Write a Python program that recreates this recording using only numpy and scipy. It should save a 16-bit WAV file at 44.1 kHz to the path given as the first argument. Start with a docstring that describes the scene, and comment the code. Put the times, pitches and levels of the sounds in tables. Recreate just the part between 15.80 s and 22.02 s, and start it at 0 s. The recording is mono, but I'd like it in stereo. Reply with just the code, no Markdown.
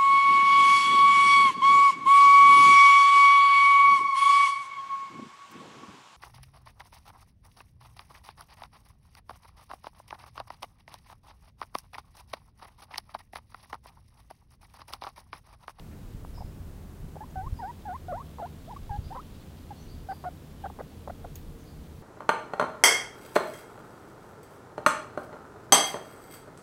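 """A young guinea pig squeaks on a meadow, close to a hand-held stereo microphone.
Each squeak is a gliding, nearly pure tone with a rasp where the voice is pressed; the last shrink to clucks.
Where the whistle breaks or fails to start, short runs of pulses creak, each ringing the throat.
Wind buffets both ports as low noise and single eddies; a far engine drones in narrow bands of noise.
A small bird chirps far off in sliding tones; grass and leaves rustle as grainy hiss, and something snaps once."""
import sys
import numpy as np
from scipy import signal
from scipy.fft import rfft, irfft, next_fast_len
from scipy.io import wavfile

SR = 44100
rng = np.random.default_rng(int(sys.argv[2]) if len(sys.argv) > 2 else 0)


def digitize_waveform(pressure):
    """Quantize a signal to 16-bit integers and store it at the path in sys.argv[1].

    Rows of a 2-D input are taken as channels; values are limited to [-1, 1].
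    """
    field = np.atleast_2d(pressure).T
    bounded = np.clip(field, -1, 1)
    quanta = np.round(bounded * 32767).astype(np.int16)
    wavfile.write(sys.argv[1], SR, quanta)


N = 274346
T = np.arange(N) / SR  # time in seconds

# Outdoor background common to both sides, before it is scaled to AIR_MID_DB.
# Each row: frequency in Hz, relative density in dB per Hz.
AIR_MID_COLOUR = [(41, -30), (70, 3), (96, -2), (115, -9), (151, -5), (177, -8), (250, -8.5), (325, -12),
                  (457, -17), (599, -20.5), (1030, -25), (3330, -38), (5360, -39), (15500, -39.5)]
# Outdoor background that differs between the sides, before it is scaled to AIR_SIDE_DB.
# Each row: frequency in Hz, relative density in dB per Hz.
AIR_SIDE_COLOUR = [(41, -33), (70, -7), (169, -18), (237, -10.5), (457, -16), (560, -18), (1410, -20.5),
                   (2910, -32.5), (4370, -31.5), (7350, -33.5), (15500, -33)]
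AIR_MID_DB, AIR_SIDE_DB = -47, -56
# Bands of the far engine. Each row: centre in Hz, width of each of two band-passes in Hz, level in dB.
ENGINE_BANDS = [(82, 9.5, -55), (149.7, 16, -54.5), (200.7, 27.5, -60)]
# Far rustle of leaves, before flutter and side balance. Each row: time in seconds, level in dB.
LEAF_LEVELS = [(0, -68.5), (1.1, -70.5), (2.2, -65), (3, -61.5), (4.5, -64), (6.2, -65.5)]

# Turbulence at a microphone port. Each row: frequency in Hz, relative gain in dB.
WIND_COLOUR_POINTS = [(12, -22), (28, 5), (65, -3), (120, -7), (200, -22.5), (400, -29.5), (3000, -84)]
# Gusts on the microphone.
# Each row: middle in seconds, level in dB before sharing, half length in seconds, left share 0-1.
WIND_GUSTS = [(0.355, -37.5, 0.045, 0.8), (0.58, -35, 0.38, 0.89), (1.256, -34, 0.04, 0.85),
              (1.657, -33.5, 0.1, 0.81), (2.331, -40.5, 0.095, 1), (3.225, -34.5, 0.24, 0.59),
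              (4.136, -39, 0.14, 0.98), (5.55, -38.5, 0.18, 0), (5.996, -34, 0.041, 0.44)]
# Single eddies that hit a port.
# Each row: middle in seconds, greatest level in dB before sharing, pitch in Hz, left share 0-1.
WIND_EDDIES = [(0.351, -21.5, 107, 0.9), (0.496, -24, 55, 1), (0.611, -18, 80.5, 1),
               (0.648, -18.5, 67.5, 1), (1.244, -23.5, 108, 0.84), (1.577, -21.5, 66, 0.85),
               (1.67, -20, 74.6, 0.9), (1.73, -13, 63.4, 1), (3.109, -19, 73, 0.8), (3.192, -13.5, 74, 1),
               (3.271, -21.5, 77.7, 0.02)]

# Grass blades brushing and ticking close by.
# Each row: middle in seconds, half length in seconds, level in dB at the middle, centre in Hz.
GRASS_BRUSHES = [(0.125, 0.016, -57, 1890), (0.49, 0.03, -66, 10500), (1.506, 0.004, -61, 6000),
                 (3.594, 0.035, -62, 4000), (4.36, 0.06, -64.5, 11500), (4.837, 0.063, -62, 3205)]
RUSTLE_WIDTH = 0.42  # width of each of two band-passes, as a share of the centre

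# Runs of separate vocal-fold pulses, before their random spread and the closed mouth.
# Each row: start in seconds, number of pulses, pulses per second, peak in dB,
# throat resonance in Hz, swell time of a pulse in seconds.
CREAK_RUNS = [(0.4489, 1, 280, -32.5, 910, 0.00071), (.575, 3, 230, -42, 980, 0.0018),
              (0.606, 2, 183, -39, 850, 0.0016), (.621, 1, 200, -37.5, 720, 0.002),
              (1.3565, 2, 135, -37, 754, 0.0009), (2.5843, 1, 240, -34, 870, 0.0015),
              (2.591, 3, 243, -35, 823, 0.0013), (3.3541, 5, 265, -32.5, 958.5, 0.00088),
              (4.4393, 2, 370, -32, 787, 0.00093), (4.445, 3, 350, -31.5, 952, 0.00067),
              (4.8544, 2, 380, -32.5, 914, 0.00078), (4.8995, 2, 400, -36, 918, 0.00145),
              (4.9883, 2, 197, -32, 845, 0.00092), (4.9962, 5, 373, -33.5, 953, 0.00033),
              (5.2757, 3, 300, -30, 763, 0.00074), (5.2965, 2, 380, -36.5, 903, 0.00047),
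              (5.4491, 2, 160, -37, 789, .001)]
# Each squeak slides to a turning pitch, where the voice is pressed most, and glides on, mostly upward.
# Each row: start in seconds, length in seconds, basic level in dB, first pitch in Hz,
# turn in seconds after the start, turning pitch in Hz, last pitch in Hz,
# bend of the last glide (1 even, more = late), level change from start to end in dB,
# roughness at the turn 0-1, overtone offset in dB.
SQUEAK_GLIDES = [(1.366, 0.007, -39.5, 710, 0.0032, 830, 853, 1.0, 4, 0.1, -4),
                 (1.408, 0.035, -39, 850, 0.014, 849, 1046, 1.95, -8.5, 0.054, 1),
                 (1.5587, 0.12, -35.5, 800, 0.011, 756, 1103, 2.5, -6, 0.012, -1),
                 (1.792, 0.119, -35, 958, 0.0479, 730, 975, 0.8, -1.5, 0.069, 1),
                 (2.0555, 0.11, -35.5, 851, 0.044, 713, 1094, 1.48, -2.5, 0.12, 0),
                 (2.2853, 0.13, -35.5, 747, 0.053, 651, 1119, 0.81, -5.5, 0.066, -1.5),
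                 (2.5997, 0.066, -35.5, 882, 0.032, 696, 1006, 2.06, -4.5, 0.044, -4),
                 (2.878, 0.059, -41.5, 668.5, 0.032, 981, 817, 0.88, 8.5, 0.06, -6),
                 (2.965, 0.0089, -42, 1151, 0.0044, 1195, 1177, 1.0, -8, 0.015, 7),
                 (3.0963, 0.075, -33.5, 940, 0.0157, 815, 841, 2.6, -1.5, 0.037, -1.5),
                 (3.3073, 0.043, -34.5, 771.5, 0.026, 938, 1002, 2.84, 10, 0.031, -2.5),
                 (3.3698, 0.036, -40.5, 1078, 0.016, 983, 1316, 1.0, -9, 0.03, 0),
                 (3.908, 0.019, -39, 882, 0.01, 798, 755, 0.85, -12, 0.044, -2),
                 (4.289, 0.0441, -33, 785, 0.032, 754, 881, 1.28, -1.5, 0.24, 1),
                 (4.454, 0.034, -32.5, 717, 0.0096, 729, 725, 1.48, 1, 0.02, -2),
                 (4.841, 0.011, -32, 838, 0.01, 794, 750, 0.69, 0, 0.075, 0.5),
                 (4.8599, 0.0115, -33.5, 691, 0.0049, 772, 849, 0.83, 0, 0.12, 1.5),
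                 (5.0085, 0.0055, -36, 619, 0.0032, 640, 775, 1.14, 2, 0.14, -2),
                 (5.2995, 0.0073, -34, 670.5, 0.0051, 796, 708, 0.74, 1, 0.075, -1),
                 (5.4445, 0.0052, -40, 796, 0.0021, 780, 734, 0.78, 5, 0.11, 2)]
# Moments where the voice catches and slips in pitch.
# Each row: middle in seconds, half length in seconds, level change in dB,
# pitch drop as a share (negative lifts it).
VOICE_CATCHES = [(1.631, 0.012, -9, -0.068), (1.657, 0.0071, -14, 0.0282), (1.813, 0.0036, -7, 0.085),
                 (2.3285, 0.0051, -1.5, 0.19), (2.394, 0.0075, -9, 0.15), (2.6274, 0.003, -1, 0.119),
                 (2.654, 0.0072, 3, 0.068), (3.341, 0.0084, -17, 0.045)]
# Upward flicks that fade at the end of some squeaks.
# Each row: start in seconds, length in seconds, rise as a share of the pitch.
END_FLICKS = [(2.412, 0.021, 0.258), (2.663, 0.015, 0.172)]
# Overtones of the voice before effort weights them. 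Each row: multiple of the pitch, relative level in dB.
VOICE_OVERTONES = [(2, -14.5), (3, -32.5)]
# The closed mouth muffles the overtones. Each row: frequency in Hz, gain in dB.
MOUTH_FILTER = [(200, -15), (450, 9.5), (700, 0.5), (1600, 0), (2000, 5), (2500, -12), (3500, -2),
                (6500, -5), (10000, -20)]

SLIDE_BEND = 1.5  # the first pitch is held a while before it gives way
SCOOP, SCOOP_S = 0.054, 0.00507  # the voice starts flat by this share and settles
DROOP, DROOP_S = 0.02964, 0.00504  # the pitch gives way by this share as the air runs out
PRESS_S = 0.008  # half length of the rough patch at the turn
EASY_HZ, DB_PER_OCTAVE = 759, 2.5  # the higher the pitch, the louder the voice
WEAK_HZ, WEAK_WIDTH_HZ, WEAK_DB = 879, 77, -5  # every glide thins as it passes this pitch
OVERTONE_DB_PER_OCTAVE = -24  # high notes are purer than low ones
ENDS_DB = -3.5  # both ends of a squeak against its middle
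FLICK_DB = -25  # level change along a flick

# Far bird, before the direct and scattered parts are balanced.
# Each row: middle in seconds, pitch at the middle in Hz,
# slide on either side of the middle as a share of the pitch, level in dB.
BIRD_CHIRPS = [(0.572, 5130, -.025, -53.5), (1.785, 4990, -0.023, -57), (3.255, 4880, .08, -56),
               (3.98, 4300, -.03, -59), (4.015, 5870, .03, -60), (4.108, 4500, .06, -56.5),
               (4.32, 4757, -.06, -56), (5.81, 6350, -.04, -62), (5.884, 4620, .06, -59)]

# Resonances of the snap, before its envelope.
# Each row: centre in Hz, width of each of two band-passes in Hz, level in dB, decay in seconds.
SNAP_RESONANCES = [(3300, 6100, -48.5, 0.014), (6680, 690, -38, 0.0018), (12400, 4000, -41.5, 0.0055),
                   (14500, 700, -49, 0.023)]
SNAP_S = 5.5555  # moment of the snap in seconds
TOP_HZ = 15800  # the recorder's upper limit


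def undb(db):
    """Decibels to gain."""
    return 10 ** (np.asarray(db) / 20)


def unit(x):
    """Scale to an rms of 1."""
    return x / np.sqrt(np.mean(x ** 2))


def shape(x, response):
    """Filter by a gain that is a function of frequency."""
    size = next_fast_len(N)
    hz = np.maximum(np.fft.rfftfreq(size, 1 / SR), 1)
    return irfft(rfft(x, size) * response(hz), size)[:N]


def colour(x, points):
    """Filter by (Hz, dB) points joined on a log-frequency axis."""
    hz, db = np.transpose(points)
    return shape(x, lambda f: undb(np.interp(np.log(f), np.log(hz), db)))


def ring(x, hz, width):
    """A steep resonance: two band-passes in a row."""
    return shape(x, lambda f: 1 / (1 + 1j * (f / hz - hz / f) * hz / width) ** 2)


def noise():
    """White noise."""
    return rng.standard_normal(N)


def walk(rate):
    """A smooth random wander with an rms of 1, slower than about the given rate in Hz."""
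    return unit(shape(noise(), lambda f: np.exp(-(f / rate) ** 2)))


def bump(middle, half_length):
    """A smooth swell of height 1 around a moment."""
    return np.exp(-((T - middle) / half_length) ** 2)


def burst(start, decay, rise=0.00049):
    """Envelope of a quick rise and an exponential fall."""
    age = np.maximum(T - start, 0)
    return (1 - np.exp(-age / rise)) * np.exp(-np.minimum(age / decay, 20))


def scatter(x, decay):
    """Diffuse outdoor reflections, unrelated left and right."""
    tails = [unit(noise() * burst(0.0021, decay)) / np.sqrt(N) for _ in range(2)]
    return np.array([signal.fftconvolve(x, tail)[:N] for tail in tails])


def share(left):
    """Gains of the left and right port."""
    return np.array([[left], [1 - left]])


def crackle(hz, width, grain_db=2.5, grain_hz=160):
    """Blades and leaves touching: a band of hiss broken into fine, uneven grains."""
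    return unit(ring(noise() * undb(grain_db * walk(grain_hz)), hz, width))


def meadow(flutter_db=1, flutter_hz=14, hum_hz=460, hum_width_hz=22, hum_db=-63, hum_start_s=4.8,
           leaves_left_db=-3):
    """A wide hush of noise with the far engine's drone in the middle and leaves swelling all round."""
    mid = unit(colour(noise(), AIR_MID_COLOUR)) * undb(AIR_MID_DB)
    side = unit(colour(noise(), AIR_SIDE_COLOUR)) * undb(AIR_SIDE_DB)
    for hz, width, db in ENGINE_BANDS:
        mid += unit(ring(noise(), hz, width)) * undb(db)
    # a faint, higher hum joins near the end, over a tenth of a second
    hum = unit(ring(noise(), hum_hz, hum_width_hz)) * undb(hum_db)
    mid += hum * np.clip((T - hum_start_s) * 10, 0, 1)
    # the leaves on either side stir on their own, more of them on the right
    leaves = np.array([crackle(3280, 2730) * undb(flutter_db * walk(flutter_hz)) for _ in range(2)])
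    leaves *= undb(np.array([[leaves_left_db], [-leaves_left_db]]) / 2)
    leaf_level = undb(np.interp(T, *np.transpose(LEAF_LEVELS)))
    return np.array([mid + side, mid - side]) + leaves * leaf_level


def wind(breeze_db=-53.0, unrest_db=3.0, unrest_hz=6, eddy_cycles=0.38):
    """Each port has its own turbulence, swelling in gusts; the strongest eddies give a brief push and pull."""
    power = undb(breeze_db + unrest_db * walk(unrest_hz)) ** 2
    for middle, db, half_length, left in WIND_GUSTS:
        power = power + (undb(db) * share(left)) ** 2 * bump(middle, half_length)
    turbulence = np.array([unit(colour(noise(), WIND_COLOUR_POINTS)) for _ in range(2)])
    out = turbulence * np.sqrt(power)
    for middle, db, hz, left in WIND_EDDIES:
        cycles = (T - middle) * hz
        swing = np.sin(2 * np.pi * (cycles + rng.random()))
        eddy = swing / (1 + (cycles / eddy_cycles) ** 2) ** 2
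        out += undb(db) * eddy * share(left)
    return out


def grass():
    """Short brushes and ticks of the blades round the animal, as grainy hiss that differs at each port."""
    out = np.zeros((2, N))
    for middle, half_length, db, hz in GRASS_BRUSHES:
        hiss = np.array([crackle(hz, RUSTLE_WIDTH * hz) for _ in range(2)])
        out += hiss * undb(db) * bump(middle, half_length)
    return out


def creaks(timing_spread=0.039, level_spread_db=1, pitch_spread=0.097):
    """Slow, uneven snaps of the vocal folds, each ringing the throat briefly."""
    out = np.zeros(N)
    for s, pulses, rate, db, hz, swell_s in CREAK_RUNS:
        for k, (late, louder, higher) in enumerate(rng.standard_normal((round(pulses), 3))):
            start = s + (k + timing_spread * late) / rate
            on = slice(int(start * SR) + 1, int((start + 10 * swell_s) * SR))
            age = (T[on] - start) / swell_s  # in swell times; the pulse peaks at 1
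            cycles = hz * (1 + pitch_spread * higher) * swell_s * (age - 1)
            swell = (age * np.exp(1 - age)) ** 2
            out[on] += undb(db + level_spread_db * louder) * swell * np.cos(2 * np.pi * cycles)
    return out


def ease(along, power):
    """A smooth passage from 0 to 1; a higher power delays it."""
    return np.sin(np.pi / 2 * np.clip(along, 0, 1) ** power) ** 2


def glide(age, length, first, turn_s, turning, last, bend):
    """Pitch of one squeak: scoop in, ease to the turn, ease away and level off, droop at the very end."""
    before = ease(age / turn_s, SLIDE_BEND)
    after = ease((age - turn_s) / (length - turn_s), bend)
    flat = SCOOP * np.exp(-age / SCOOP_S) + DROOP * np.exp((age - length) / DROOP_S)
    return (first + (turning - first) * before + (last - turning) * after) * (1 - flat)


def loudness(hz):
    """Level in dB that follows from pitch: rising with it, but with a weak spot."""
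    weak = np.exp(-((hz - WEAK_HZ) / WEAK_WIDTH_HZ) ** 2)
    return DB_PER_OCTAVE * np.log2(hz / EASY_HZ) + WEAK_DB * weak


def controls(edge_s):
    """Pitch, level, roughness, overtone level and on-off gate of the voice through all squeaks."""
    hz = np.full(N, float(EASY_HZ))
    db, rough, overtone_db, gate = np.zeros((4, N))
    for s, length, level, first, turn_s, turning, last, bend, fade, pressure, overtones in SQUEAK_GLIDES:
        on = (T > s - edge_s) & (T < s + length + edge_s)
        age = np.clip(T[on] - s, 0, length)
        hz[on] = glide(age, length, first, turn_s, turning, last, bend)
        rough[on] = np.clip(pressure * np.exp(-((age - turn_s) / PRESS_S) ** 2), 0, 1)
        along = age / length - .5  # -0.5 at the start, 0.5 at the end
        db[on] = level + ENDS_DB * (2 * along) ** 2 + fade * along + loudness(hz[on])
        overtone_db[on] = overtones
        gate[on] = 1 - np.abs(T[on] - s - age) / edge_s
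    for middle, half_length, change_db, drop in VOICE_CATCHES:
        catch = bump(middle, half_length)
        hz = hz * (1 - drop * catch)
        db = db + change_db * catch
    for s, length, rise in END_FLICKS:
        start = int(s * SR)
        on = slice(start, start + int(length * SR))
        along = (T[on] - s) / length
        hz[on] = hz[start] * (1 + rise * along)
        db[on] = db[start] + FLICK_DB * along
        gate[on] = np.minimum((1 - along) * length / edge_s, 1)
    return hz, db, rough, overtone_db, gate


def squeaks(edge_s=0.0034, jitter=0.0061, rough_jitter=0.27, rough_shimmer=0.35, rasp_db=-9,
            tremble_db=0.4, tremble_hz=90, wobble=0.007, full_voice_db=-36):
    """The vocal folds whistle on a gliding pitch; when pressed, their cycles turn uneven and rasp."""
    hz, db, rough, overtone_db, gate = controls(edge_s)
    # the voice trembles a little in pitch and level
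    tremble = walk(tremble_hz)
    unsteady = wobble * tremble + (jitter + rough_jitter * rough) * walk(284)
    phase = 2 * np.pi * np.cumsum(hz * (1 + unsteady)) / SR
    # soft or high sounds are purer than loud, low or pressed ones
    softness_db = np.minimum(db - full_voice_db, 0) / 2
    height_db = OVERTONE_DB_PER_OCTAVE * np.log2(hz / EASY_HZ)
    effort = undb(softness_db + height_db + overtone_db) + rough
    overtones = sum(undb(d) * np.sin(round(k) * phase) for k, d in VOICE_OVERTONES)
    tone = np.sin(phase) + effort * overtones
    # a pressed voice alternates strong and weak cycles
    uneven = np.cos(phase / 2 + walk(210))
    tone *= np.sqrt(2) * (1 + rough_shimmer * np.sqrt(rough) * uneven) / np.sqrt(1 + rough ** 2)
    # air hisses through once a cycle, a little even in an easy voice
    hiss = unit(ring(noise(), 1700, 3700))
    rasp = hiss * (1 + np.cos(phase)) * (rough + 0.054) * undb(rasp_db)
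    return (tone + rasp) * np.sin(gate * np.pi / 2) ** 2 * undb(db + tremble_db * tremble)


def guinea_pig(lag_s=.0001, yard_db=-28, yard_decay_s=0.12):
    """The close voice reaches the left port first; the grass gives back only a faint, short scatter."""
    voice = colour(squeaks() + creaks(), MOUTH_FILTER)
    late_voice = shape(voice, lambda f: np.exp(-2j * np.pi * f * lag_s))
    direct = np.array([voice, late_voice])
    return direct + undb(yard_db) * scatter(voice, yard_decay_s)


def bird(half_length_s=0.05, direct_db=-4.5, echo_db=-2.0, warble=.035, echo_s=.08):
    """Thin, buzzy, distant chirps that slide up or down, blurred by the trees that they pass."""
    song = np.zeros(N)
    waver = warble * walk(255.7)
    for middle, hz, slide, db in BIRD_CHIRPS:
        age = np.clip((T - middle) / half_length_s, -1, 1)
        phase = 2 * np.pi * np.cumsum(hz * (1 + slide * age + waver)) / SR
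        song += undb(db) * np.cos(age * np.pi / 2) ** 2 * np.sin(phase)
    return undb(direct_db) * song + undb(echo_db) * scatter(song, echo_s)


def snap(rise_s=0.00027):
    """One small, bright crack with a thin ring: decaying bands of noise, different at each port."""
    out = np.zeros((2, N))
    for hz, width, db, decay in SNAP_RESONANCES:
        band = np.array([unit(ring(noise(), hz, width)) for _ in range(2)])
        out += band * undb(db) * burst(SNAP_S, decay, rise_s)
    return out


def scene():
    """Everything at the two microphone ports."""
    return meadow() + wind() + grass() + guinea_pig() + bird() + snap()


def record(dry):
    """The recorder cuts the top with a steep low-pass."""
    low_pass = signal.ellip(12, .1, 70, TOP_HZ, fs=SR, output="sos")
    return signal.sosfilt(low_pass, dry)


dry = scene()
out = record(dry)
digitize_waveform(out)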